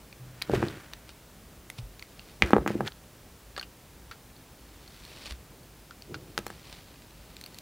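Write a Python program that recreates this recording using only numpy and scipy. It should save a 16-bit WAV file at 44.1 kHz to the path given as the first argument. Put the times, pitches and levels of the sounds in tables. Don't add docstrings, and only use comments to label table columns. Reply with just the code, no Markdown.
import sys
import numpy as np
from scipy import signal
from scipy.fft import rfft, irfft
from scipy.io import wavfile
from scipy.ndimage import uniform_filter1d, minimum_filter1d

SR = 44100
rng = np.random.default_rng(int(sys.argv[2]) if len(sys.argv) > 2 else 0)


def generate_wav(sig):
    pcm = np.round(np.clip(np.atleast_2d(sig).T, -1, 1) * 32767).astype(np.int16)
    wavfile.write(sys.argv[1], SR, pcm)


N = 335601
TIME_S = np.arange(N) / SR
IR_SAMPLES = 4096
IR_TIME_S = np.arange(IR_SAMPLES) / SR
IR_HZ = np.fft.rfftfreq(IR_SAMPLES, 1 / SR) + 1


def amp(db):
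    return 10 ** (np.asarray(db) / 20)


def unit(x):
    return x / np.sqrt(np.mean(x ** 2) + 1e-20)


def read(points, hz):
    f, value = np.transpose(points)
    return np.interp(np.log(hz + 1), np.log(f + 1), value)


def add(mix, at_s, sound):
    part = mix[max(round(at_s * SR), 0):][:len(sound)]
    part += sound[:len(part)]


def causal(gain):
    cepstrum = irfft(np.log(np.maximum(gain, 1e-5 * gain.max())))
    cepstrum[1:IR_SAMPLES // 2] *= 2
    cepstrum[IR_SAMPLES // 2 + 1:] = 0
    return irfft(np.exp(rfft(cepstrum)))


def coloured(x, spectrum):
    response = causal(amp(read(spectrum, IR_HZ)))
    return unit(signal.oaconvolve(x, response)[:N])


def grains(per_s, spread_db):
    size = amp(spread_db * np.minimum(rng.exponential(1, N), 4))
    sign = rng.choice([-1, 1], N)
    present = rng.random(N) < per_s / SR
    return unit(size * sign * present)


def uneven(db, samples):
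    return amp(db * unit(uniform_filter1d(rng.standard_normal(N), size=samples)))


def swell(at_s, level_db, rise_s, fall_s, hold_s=0):
    early_s = np.maximum(at_s - TIME_S, 0)
    late_s = np.maximum(TIME_S - at_s - hold_s, 0)
    return amp(level_db - 20 * (early_s / rise_s + late_s / fall_s))


def resonance(hz, db, sharpness):
    return amp(db) ** 2 / (1 + (sharpness * (IR_HZ / hz - hz / IR_HZ)) ** 2)


def contact(low_hz, top_hz, ring_hz, ring_db, sharpness, crack_db, crack_hz, crack_s):
    radiation = 1 / (1 + (low_hz / IR_HZ) ** 4)
    push = 1 / (1 + (IR_HZ / top_hz) ** 8)
    ring = 1 + resonance(ring_hz, ring_db, sharpness)
    burst = rng.standard_normal(IR_SAMPLES) * np.exp(-IR_TIME_S / crack_s)
    burst /= np.linalg.norm(burst)
    crack_filter = causal(np.sqrt(radiation / (1 + (IR_HZ / crack_hz) ** 2)))
    crack = signal.fftconvolve(burst, crack_filter)[:IR_SAMPLES]
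    return causal(np.sqrt(radiation * push * ring)) + amp(crack_db) * crack


def at_level(sound, db):
    return amp(db) * sound * np.sqrt(.01 * SR / np.sum(sound ** 2))


def mic_hiss(level_db):
    high_pass = signal.butter(1, 5000, "high", fs=SR, output="sos")
    side = amp(level_db) * signal.sosfilt(high_pass, rng.standard_normal(N))
    return np.array([side, -side])


# [f/Hz, relative level/dB]
AIR_SPECTRUM = [(13, -47.5), (22, -20), (53, 4.5), (76, -5), (100, -3.5), (457, -13), (602, -15),
                (815, -17.5), (2080, -22.5), (14300, -29.5), (16000, -25.5)]
# [f/Hz, rms level/dB]
WHINE_TONES = [(14804, -77.5), (14865, -80)]


def room_tone(air_db=-51.5, waver_db=1):
    waver = uneven(waver_db, samples=9000)
    air = amp(air_db) * coloured(rng.standard_normal(N), AIR_SPECTRUM)
    rumble = signal.sosfilt(signal.butter(1, 500, fs=SR, output="sos"), air)
    whine = sum(amp(db) * np.sqrt(2) * np.sin(2 * np.pi * hz * TIME_S) for hz, db in WHINE_TONES)
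    return air + (waver - 1) * rumble + whine


# [f/Hz, t60/s]
ROOM_DECAY = [(150, 0.17), (700, 0.19), (2000, 0.15), (8000, 0.082)]


def room(x):
    hz, t, bins = signal.stft(rng.standard_normal(SR // 2), SR, nperseg=256)
    decay = amp(-60 * t / read(ROOM_DECAY, hz)[:, None])
    tail = signal.istft(bins * decay, SR)[1]
    return signal.oaconvolve(x, tail / np.linalg.norm(tail))[:N]


# [hold start t/s, level/dB, hold/s, fall per 20 dB/s]
SHUFFLE_MOVES = [(0.509, -30.5, 0.12, .17), (2.436, -31, .005, 0.17), (2.567, -38.5, 0.29, 0.075),
                 (6.101, -41, 0.014, 0.29)]
# [f/Hz, relative level/dB]
SHUFFLE_SPECTRUM = [(29, -56.5), (50, -8.5), (130, 1.5), (260, -9.5), (344, -2), (1200, -34.5), (1560, -61),
                    (2640, -120)]


def shuffles(rise_s=0.028):
    moves = sum(swell(at_s, db, rise_s, fall_s, hold_s) for at_s, db, hold_s, fall_s in SHUFFLE_MOVES)
    return moves * coloured(grains(per_s=900, spread_db=3.0), SHUFFLE_SPECTRUM)


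# [peak t/s, level/dB, rise per 20 dB/s, fall per 20 dB/s]
CRUMB_SLIDES = [(.545, -36.5, 0.044, 0.051), (.63, -41.5, 0.26, .33), (2.435, -41, 0.023, .24),
                (2.683, -41, 0.013, 0.13), (2.87, -36, 0.026, 0.043)]
# [f/Hz, relative level/dB]
CRUMB_SPECTRUM = [(290, -18), (500, -10), (1290, -6.5), (1420, -3), (1830, -5.5), (14000, -32)]


def crumbs(clump_db=3.0):
    sliding = sum(swell(*row) for row in CRUMB_SLIDES)
    grit = grains(per_s=3500, spread_db=3) * uneven(clump_db, samples=200)
    return sliding * coloured(grit, CRUMB_SPECTRUM)


# [t/s, level/dB before doubling, f/Hz, t60/s]
THUDS = [(0.198, -46.5, 126.2, 0.93), (0.549, -30, 62, 0.081), (1.786, -34, 119, .16),
         (1.825, -41, 46, 0.38), (2.432, -27, 61.3, 0.16), (2.585, -29.5, 60, 0.14),
         (5.312, -37, 61.5, 0.26)]


def jolts(rise_s=0.0042):
    out, t = np.zeros(N), TIME_S[:SR // 2]
    onset = 2 * (1 - np.exp(-t / rise_s))
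    for at_s, db, hz, t60_s in THUDS:
        add(out, at_s, amp(db - 60 * t / t60_s) * onset * np.sin(2 * np.pi * hz * t))
    return out


# [f/Hz, relative level/dB, t60/s]
TABLE_MODES = [(123, -38, 0.63), (206.3, -22.5, 0.14), (340, -38.5, 0.18), (467.6, -44, 0.083),
               (579.3, -28.5, 0.051), (757, -66, .08), (1308, -32, 0.043)]


def table_ring(blows):
    t = TIME_S[:SR // 2]
    wood = sum(amp(db - 60 * t / t60_s) * np.cos(2 * np.pi * hz * t) for hz, db, t60_s in TABLE_MODES)
    return signal.oaconvolve(blows, wood)[:N]


# [t/s, direct-blow level over 10 ms/dB, contact cut-off f/Hz,
# ring of piece or spot hit f/Hz, relative crack level/dB]
LANDINGS = [(0.4968, -28.5, 655, 1530, -33), (0.5358, -24, 860, 387, -32), (0.5427, -31, 605, 1600, -32),
            (0.6266, -38, 1900, 300, -34), (0.6277, -26.5, 1620, 338, -32),
            (2.4224, -14.5, 3542, 2210, -26.5), (2.5066, -31.5, 1450, 305, -16.5),
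            (2.5332, -12.5, 1480, 273, -38), (2.557, -29, 480, 297, -42), (2.5653, -19.5, 1270, 430, -36),
            (2.5825, -26.5, 1210, 305, -32), (2.6626, -27, 1540, 306, -32), (2.6769, -28, 2710, 316, -7.5),
            (2.704, -30.5, 556, 1390, -51), (2.7529, -28.5, 382, 297, -47), (2.8067, -27, 930, 1670, -31),
            (6.378, -27.5, 5400, 1440, -5.5), (6.3884, -36.5, 490, 650, -7), (6.466, -36.5, 1360, 1780, -4),
            (6.5025, -42, 1390, 1770, -10)]


def knocks(low_hz=195, ring_db=12, echo_s=0.002473, echo=0.3, table_db=-16, spread_hz=1200):
    out = np.zeros(N)
    for at_s, db, top_hz, ring_hz, crack_db in LANDINGS:
        blow = contact(low_hz, top_hz, ring_hz, ring_db, sharpness=6.7,
                       crack_db=crack_db, crack_hz=3060, crack_s=0.0013)
        blow = at_level(blow, db)
        add(out, at_s, blow)
        add(out, at_s + echo_s, echo * blow)
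    lag = np.exp(-2 * np.pi * spread_hz / SR)
    out = signal.lfilter([-lag, 1], [1, -lag], out)
    return out + amp(table_db) * table_ring(out)


# [peak t/s, level/dB, rise per 20 dB/s, fall per 20 dB/s]
BLADE_STROKES = [(1.1, -49.5, .03, 0.035), (1.788, -43.5, .02, 0.018), (2.3, -57, 0.38, .15),
                 (5.22, -49, 0.66, 0.089), (5.264, -42, .025, 0.018), (5.308, -44, .06, 0.04),
                 (6.74, -52, 0.49, 0.25), (7.58, -60, 1.7, 0.23)]
# [f/Hz, relative level/dB]
SCRAPE_SPECTRUM = [(600, -6), (1700, -5.5), (2300, -2), (4400, -1.5), (5600, -6.5), (6500, -13.5),
                   (9000, -12), (15000, -30)]


def scrape(slip_db=3.0, flake_db=-9):
    strokes = sum(swell(*row) for row in BLADE_STROKES)
    fine = unit(grains(per_s=9000, spread_db=3.5) * uneven(slip_db, samples=180))
    flakes = amp(flake_db) * grains(per_s=54, spread_db=5.5)
    return strokes * coloured(fine + flakes, SCRAPE_SPECTRUM)


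def chattering(sound, strength, decay_s):
    swarm = strength * rng.standard_normal(IR_SAMPLES) * np.exp(-IR_TIME_S / decay_s)
    swarm[0] = 1
    return signal.fftconvolve(sound, swarm)[:IR_SAMPLES]


# [f/Hz, relative level/dB]
BLADE_MODES = [(1500, -7), (2850, -1.5), (4500, 12.5)]


def tick(level_db, ring_hz, crack_db, chatter_s, top_hz=4700, chatter=0.12, blade_sharpness=14):
    modes = sum(resonance(hz, db, blade_sharpness) for hz, db in BLADE_MODES)
    steel = causal(np.sqrt(3 + modes))
    low_hz = 0.29 * ring_hz
    chip = contact(low_hz, top_hz, ring_hz, ring_db=14, sharpness=10.6,
                   crack_db=crack_db, crack_hz=7140, crack_s=0.001)
    struck = signal.fftconvolve(chip, steel)
    return at_level(chattering(struck, chatter, chatter_s), level_db)


def specks(per_s=2.5, mid_db=-63.5, spread_db=10, ring_hz=(2300, 4870), crack_db=-20, chatter_s=0.0017):
    out = np.zeros(N)
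    for when, size, pitch in rng.random((round(per_s * N / SR), 3)):
        db = mid_db + spread_db * (2 * size - 1)
        hz = np.interp(pitch, [0, 1], ring_hz)
        add(out, when * N / SR, tick(db, hz, crack_db, chatter_s))
    return out


# [t/s, level over 10 ms/dB]
SHAVING_SNAPS = [(4.8774, -52.5), (5.051, -48), (6.48, -50.5), (7.3672, -46.5), (7.4128, -46),
                 (7.4389, -44), (7.4616, -45), (7.5448, -50), (7.5866, -44)]


def snaps(ring_hz=4250, crack_db=5.5, chatter_s=0.0012):
    out = np.zeros(N)
    for at_s, db in SHAVING_SNAPS:
        add(out, at_s, tick(db, ring_hz, crack_db, chatter_s))
    return out


# [t/s, level over 10 ms/dB, ring f/Hz, relative crack level/dB, chatter decay/s]
BLADE_TICKS = [(0.1275, -49.5, 2400, -24, .0013), (0.4173, -37.5, 2380, -28, .003),
               (0.4213, -30.5, 4240, -4, 0.0021), (0.6842, -42, 3910, -7, .0018),
               (0.935, -40.5, 3540, -7, .0016), (1.701, -39.5, 2080, 1.5, 0.0012),
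               (1.9949, -48, 3860, 0, .0014), (2.025, -42.5, 2110, -9, .0022),
               (2.1947, -45.5, 2770, -24, .0009), (2.877, -34, 3320, -30, .001),
               (2.921, -42.5, 3500, -30, .0016), (3.5648, -40, 1670, -21.5, 0.0045),
               (3.578, -34.5, 1230, -11.5, 0.0064), (3.5962, -36.5, 4400, -12, .002),
               (3.6124, -42.5, 1590, -7, 0.0026), (3.6285, -40.5, 2830, -18, .0066),
               (4.1127, -40.5, 1370, -16, 0.011), (5.3228, -46, 1110, -3, .001),
               (5.9092, -45, 1380, -31, 0.0033), (6.0223, -47.5, 5000, -9, 0.00078),
               (6.1437, -36.5, 1370, -17, 0.0066)]


def ticks():
    out = np.zeros(N)
    for at_s, *row in BLADE_TICKS:
        add(out, at_s, tick(*row))
    return out


def scene(knock_room_db=-16, tick_room_db=-16, side_hiss_db=-67, dip_at_s=2.888):
    falls = knocks()
    blade = specks() + snaps() + ticks() + scrape()
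    reverb = amp(knock_room_db) * room(falls) + amp(tick_room_db) * room(blade)
    action = shuffles() + crumbs() + jolts() + falls + blade + reverb
    dip = np.interp(TIME_S - dip_at_s, [-.005, .005, .3, .5], [1, .4, .4, 1])
    return action * dip + room_tone() + mic_hiss(side_hiss_db)


def record(dry, edge_hz=15800):
    headroom = 1 / np.maximum(abs(dry).max(axis=0), 1)
    gain = uniform_filter1d(minimum_filter1d(headroom, size=7), size=7)
    low_pass = signal.firwin(255, edge_hz, window=("kaiser", 8), fs=SR)
    return signal.oaconvolve(dry * gain, low_pass[None], "same")


dry = scene()
out = record(dry)
generate_wav(out)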